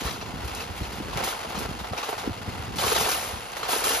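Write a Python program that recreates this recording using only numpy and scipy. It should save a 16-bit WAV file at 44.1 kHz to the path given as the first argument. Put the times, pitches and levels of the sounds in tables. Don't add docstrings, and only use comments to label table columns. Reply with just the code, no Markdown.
import sys
import numpy as np
from scipy import signal
from scipy.fft import rfft, irfft
from scipy.io import wavfile

SR = 44100
rng = np.random.default_rng(int(sys.argv[2]) if len(sys.argv) > 2 else 0)


def to_wav(s):
    ch = np.atleast_2d(s).T
    pcm = np.round(np.clip(ch, -1, 1) * 32767)
    wavfile.write(sys.argv[1], SR, pcm.astype(np.int16))


N = 176400
TIME, FREQS = np.arange(N) / SR, np.fft.rfftfreq(N, 1 / SR)
QUADRATURE = np.array([[0], [np.pi / 2]])


def amp(db):
    return 10 ** (np.asarray(db) / 20)

def unit(x):
    return x / np.sqrt(np.mean(x ** 2) + 1e-20)

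def decay(t, t60):
    return np.exp(-np.log(1000) * t / t60)

def read(points, hz):
    freqs, values = np.transpose(points)
    return np.interp(np.log(hz + 1), np.log(freqs + 1), values)

def fader(points):
    return amp(np.interp(TIME, *np.transpose(points)))

def add(mix, start_s, sound):
    part = mix[:, max(round(start_s * SR), 0):][:, :sound.shape[1]]
    part += sound[:, :part.shape[1]]

def colour(x, eq, size=8192):
    log_gain = np.log(amp(read(eq, abs(np.fft.fftfreq(size, 1 / SR)))))
    response = np.exp(np.conj(signal.hilbert(log_gain)))
    taps = np.fft.ifft(response).real[:size // 2]
    return signal.fftconvolve(x, taps[None], axes=1)[:, :x.shape[1]]

def ring(t60, tail_db=-17.5, tail_t60=0.15, size=8192):
    t = TIME[:size]
    return rng.standard_normal((2, size)) * (decay(t, t60) + amp(tail_db) * decay(t, tail_t60))

def contacts(per_s, spread_db):
    strength = amp(spread_db * np.minimum(rng.exponential(1, N), 4))
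    return unit(strength * rng.choice([-1, 1], N) * (rng.random(N) < per_s / SR))

def excite(force, response):
    response = response / np.linalg.norm(response, axis=1, keepdims=True)
    return signal.oaconvolve(force[None], response, axes=1)[:, :N]

def rattle(force, eq, t60, spots=10):
    spot = rng.integers(0, spots, N)
    return sum(excite(force * (spot == k), colour(ring(t60), eq)) for k in range(spots))


# time_s, level_db
GRIT_FADER = [(0, -36), (.18, -40.5), (.5, -35.5), (.72, -38.5), (1.0, -38), (1.1, -36), (1.22, -31),
              (1.4, -35), (1.65, -33.5), (1.78, -38.5), (2.05, -34), (2.26, -35.5), (2.38, -39),
              (2.55, -36), (2.72, -38), (3.15, -32.5), (3.42, -37.5), (3.55, -35.5), (3.75, -33),
              (4, -31.5)]
RUMBLE_FADER = [(0, -33), (.17, -40), (.4, -37), (.56, -40.5), (.76, -42), (1.0, -36), (1.22, -38),
                (1.35, -50.5), (1.62, -31.5), (1.76, -40.5), (2.05, -51), (2.25, -42.5), (2.65, -36.5),
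                (3.0, -39), (3.1, -48), (3.35, -43), (3.5, -52), (3.75, -47), (4, -50)]
# freq_hz, gain_db
GRIT_EQ = [(60, -3), (200, -18.5), (340, -5), (470, 2.5), (590, -3), (760, 5), (1100, 1), (1700, -5),
           (2700, -6.5), (4700, -11), (6500, -15), (7600, -13.5), (10000, -19.5), (14500, -27.5)]
RUMBLE_EQ = [(18, -66), (32, -8.5), (55, 4.5), (75, -0.5), (110, 1), (170, -4.5), (280, -8), (450, -14),
             (900, -33.5), (8000, -51)]
def wheels():
    grit = rattle(contacts(per_s=1300, spread_db=2.5) * fader(GRIT_FADER), GRIT_EQ, t60=0.025)
    rumble = rattle(contacts(per_s=320, spread_db=2) * fader(RUMBLE_FADER), RUMBLE_EQ, t60=0.035)
    return grit + rumble

# start_s, level_db, pitch_hz
BUMP_HITS = [(0.047, -29, 66.4), (0.337, -27.5, 152), (.37, -32.5, 128), (.432, -30.5, 61),
             (0.448, -32, 70.4), (0.694, -29.5, 80), (.808, -26, 60.5), (0.821, -30, 168),
             (1.005, -26, 242), (1.158, -24, 149), (1.576, -25.5, 188), (1.615, -31.5, 132),
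             (1.69, -30, 174), (1.91, -29, 95), (1.929, -30.5, 194), (2.275, -16.5, 257),
             (2.292, -24.5, 272), (2.304, -31, 110), (2.477, -24, 99), (2.592, -31.5, 96.5),
             (2.68, -29.5, 106), (2.703, -27.5, 165), (2.781, -29.5, 171), (2.842, -28, 89),
             (2.996, -31, 172), (3.331, -34, 79), (3.69, -36.5, 151)]
def bumps(rise_cycles=0.49, roughness=0.73, size=8192):
    out, t = np.zeros((2, N)), TIME[:size]
    for start_s, level_db, pitch_hz in BUMP_HITS:
        swell = t * pitch_hz / rise_cycles
        envelope = swell * np.exp(1 - swell)
        sway = np.sin(2 * np.pi * pitch_hz * t + QUADRATURE)
        scuff = unit(colour(rng.standard_normal((2, size)), RUMBLE_EQ))
        add(out, start_s, amp(level_db) * envelope * (sway + roughness * scuff))
    return out

# start_s, attack_db
TICK_HITS = [(.549, -35), (1.173, -33.5), (1.597, -45), (3.117, -27), (3.519, -42), (3.568, -42)]
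SNAP_HITS = [(1.173, -31.5), (3.568, -32), (3.630, -27)]
# freq_hz, gain_db
TICK_EQ = [(1000, -28), (6000, 5), (15000, -9)]
SNAP_EQ = [(150, -13), (600, 9), (1000, 10), (2200, 3), (5000, -6), (7500, -9), (11000, -17), (15000, -21)]
def clicks(hits, eq, t60, attack_samples=256):
    out = np.zeros((2, N))
    for start_s, attack_db in hits:
        click = colour(ring(t60), eq)
        add(out, start_s, amp(attack_db) * click / click[:, :attack_samples].std())
    return out

# start_s, level_db (before trim_db), pitch_hz of the hollow note
CLACK_HITS = [(0.224, -32.5, 760), (.535, -32, 795), (1.128, -30, 1100), (1.175, -25.5, 807),
              (1.204, -23, 520), (1.273, -22, 800), (1.326, -26.5, 1440), (1.447, -25.5, 650),
              (1.528, -32, 467), (1.547, -32, 1240), (1.618, -31, 435), (1.652, -29.5, 430),
              (1.841, -26, 764), (1.931, -24, 720), (1.979, -28, 888), (2.03, -29, 1165),
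              (2.088, -20.5, 785), (2.126, -21.5, 710), (2.177, -26, 846), (2.236, -25, 431),
              (2.822, -20, 704), (2.837, -18, 1120), (2.864, -21, 437), (2.916, -15, 476),
              (2.958, -18, 644), (3.008, -24, 447), (3.058, -22.5, 674), (3.071, -24, 403),
              (3.084, -20.5, 760), (3.687, -19.5, 717), (3.731, -19, 960), (3.76, -23.5, 474),
              (3.819, -24.5, 447), (3.866, -18.5, 614), (3.934, -23, 895)]
# freq_hz, gain_db
CLACK_EQ = [(80, -35.5), (250, -11), (450, 3.5), (590, -4), (760, 0), (930, 2), (1350, -3), (1800, -12),
            (4000, -16), (7000, -27), (15000, -40)]
def casters(trim_db=-11, note_db=-2, rise_s=0.0034, attack_samples=1024):
    out = np.zeros((2, N))
    for start_s, level_db, pitch_hz in CLACK_HITS:
        metal = ring(t60=0.037)
        t = TIME[:metal.shape[1]]
        rise = np.minimum(t / rise_s, 1)
        knock = colour(metal * rise, CLACK_EQ)
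        knock /= knock[:, :attack_samples].std()
        note = rise * decay(t, t60=0.05) * np.sin(2 * np.pi * pitch_hz * t + QUADRATURE)
        note /= note[:, :attack_samples].std()
        add(out, start_s, amp(level_db + trim_db) * (knock + amp(note_db) * note))
    return out

# pitch_hz, relative_db, t60_s
WIRE_MODES = [(5870, -7, 0.73), (7450, -7, 0.33), (9180, -5, 1.3), (9388, -6.5, 1.8), (10100, -5, 0.56),
              (11030, -7, .3), (11125, -7, 1.3), (13550, -10, 0.77)]
def wires(power, trim_db=-1.5, spread_hz=26, knee_db=-30):
    out = np.zeros((2, N))
    drive = power * (power / (power + amp(knee_db) ** 2)) ** 2
    for pitch_hz, relative_db, t60 in WIRE_MODES:
        feedback = decay(1 / SR, t60) ** 2
        stored = signal.lfilter([1 - feedback], [1, -feedback], drive)
        band = 1 / (1 + (2 * (FREQS - pitch_hz) / spread_hz) ** 2)
        shimmer = irfft(rfft(rng.standard_normal((2, N))) * band, N)
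        out += amp(relative_db + trim_db) * np.sqrt(stored) * unit(shimmer)
    return out

# freq_hz, gain_db
CLANK_EQ = [(60, -61), (200, -12), (330, -5), (460, 0), (580, -6.5), (800, 1), (950, -1.5), (1400, -0.5),
            (1900, -6), (2700, -4), (3800, -4.5), (6000, -9.5), (7600, -13), (9500, -27), (15000, -70)]
def loose_parts(force, parts=14, hold_s=0.008, colour_db=1.6, bands=36):
    out = np.zeros((2, N))
    active = rng.integers(0, parts, N)[(TIME / hold_s).astype(int)]
    band_hz = np.geomspace(200, 15000, bands)
    for k in range(parts):
        part_eq = np.transpose([band_hz, colour_db * rng.standard_normal(bands)])
        part_ring = colour(ring(t60=0.04), part_eq)
        out += excite(force * (active == k), colour(part_ring, CLANK_EQ))
    return out

# start_s, clank_db, jingle_db, t60_s
BASKET_JOLTS = [(0.0, -34, -41, 0.62), (0.047, -30, -39, 0.6), (.21, -34.5, -60, 0.22),
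                (.44, -51, -46, 0.47), (0.474, -35.5, -41, 0.17), (.548, -36, -39.5, 0.35),
                (0.601, -32.5, -41, 0.22), (0.759, -41, -47.5, 1), (.83, -38.5, -46, 0.34),
                (.92, -40, -45, 0.45), (1.124, -36.5, -47, 0.27), (1.172, -32.5, -43, 0.23),
                (1.231, -29, -30, 0.35), (1.269, -29, -35, 0.24), (1.49, -41, -44, 0.26),
                (1.55, -35, -44, 0.24), (1.585, -37, -35, 0.21), (1.789, -38, -44, 0.26),
                (1.976, -27.5, -37, 0.11), (2.026, -33, -38.5, 0.31), (2.088, -48, -39.5, 0.34),
                (2.177, -35.5, -40.5, 0.21), (2.757, -36.5, -37, 0.49), (2.782, -26, -32, 1),
                (2.823, -33, -31.5, 0.79), (2.86, -25.5, -28.5, 0.89), (2.949, -24, -31, 0.96),
                (2.994, -32.5, -29.5, 0.73), (3.089, -28.5, -30, 0.85), (3.24, -39, -51, 0.23),
                (3.567, -37.5, -39, 0.24), (3.628, -33, -45, 0.47), (3.678, -33, -32, .4),
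                (3.695, -29.5, -28, 0.94), (3.716, -26.5, -38, 0.44), (3.837, -25, -26.5, 0.91),
                (3.888, -25, -28, 0.46), (3.92, -43, -35, 0.39), (3.994, -33, -42, .3)]
# freq_hz, gain_db
JINGLE_EQ = [(500, -55), (3000, -2.5), (6000, 1), (7500, 3.5), (8900, 7), (11000, -0.5), (12500, -0.5),
             (14400, -1), (15200, -19)]
def basket(rise_s=0.00053):
    clank_power, jingle_power = np.zeros((2, N))
    for start_s, clank_db, jingle_db, t60 in BASKET_JOLTS:
        age = np.maximum(TIME - start_s, 0)
        shake = np.minimum(age / rise_s, 1) * decay(age, t60)
        clank_power += (amp(clank_db) * shake) ** 2
        jingle_power += (amp(jingle_db) * shake) ** 2
    on_frame = contacts(per_s=900, spread_db=1) * np.sqrt(clank_power)
    on_wires = contacts(per_s=600, spread_db=1) * np.sqrt(jingle_power)
    return loose_parts(on_frame) + rattle(on_wires, JINGLE_EQ, t60=0.04) + wires(jingle_power)

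# freq_hz, coherence (0-1)
STEREO_COHERENCE = [(30, .85), (120, .68), (260, .85), (500, .82), (750, .3), (1550, .2), (1750, .68),
                    (4500, .6), (5400, .45), (6200, .72), (7400, .93), (7900, 1), (8750, 1), (9200, .93),
                    (10500, .8), (12000, .97), (13500, .72), (15000, .85)]
# freq_hz, left_lead_rad
STEREO_PHASE = [(30, 0), (200, -.15), (600, -.55), (1200, .2), (1800, .4), (3000, 1.1), (4800, .6),
                (5500, -.9), (6600, -1.3), (7850, -3.14), (8750, -3.14), (11300, -6.2), (12900, -6.5),
                (13200, -7.4), (15000, -9.3)]
# freq_hz, left_minus_right_db
STEREO_PAN = [(250, 0), (700, -2), (1600, -2), (1800, -1), (3200, 3.5), (4800, 5), (6500, 1), (7800, 0)]
def stereo_image(cart):
    left, independent = rfft(cart)
    coherence = np.clip(read(STEREO_COHERENCE, FREQS), 0, 1)
    right = coherence * left + np.sqrt(1 - coherence ** 2) * independent
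    right *= np.exp(-1j * read(STEREO_PHASE, FREQS))
    lean = amp(read(STEREO_PAN, FREQS) / 2)
    return irfft(np.array([left * lean, right / lean]), N)

def scene():
    cart = wheels() + bumps() + casters() + basket()
    snaps = clicks(SNAP_HITS, SNAP_EQ, t60=0.045)
    ticks = clicks(TICK_HITS, TICK_EQ, t60=0.016)
    return stereo_image(cart + snaps + ticks)

def record(dry, low_cut_hz=41, high_cut_hz=14650, brickwall_hz=15725):
    low_cut = signal.butter(3, low_cut_hz, "highpass", fs=SR, output="sos")
    high_cut = signal.cheby1(12, 0.2, high_cut_hz, fs=SR, output="sos")
    brickwall = signal.firwin(511, brickwall_hz, window=("kaiser", 9), fs=SR)
    filtered = signal.sosfilt(np.vstack([low_cut, high_cut]), dry)
    return signal.oaconvolve(filtered, brickwall[None], "same")


dry = scene()
out = record(dry)
to_wav(out)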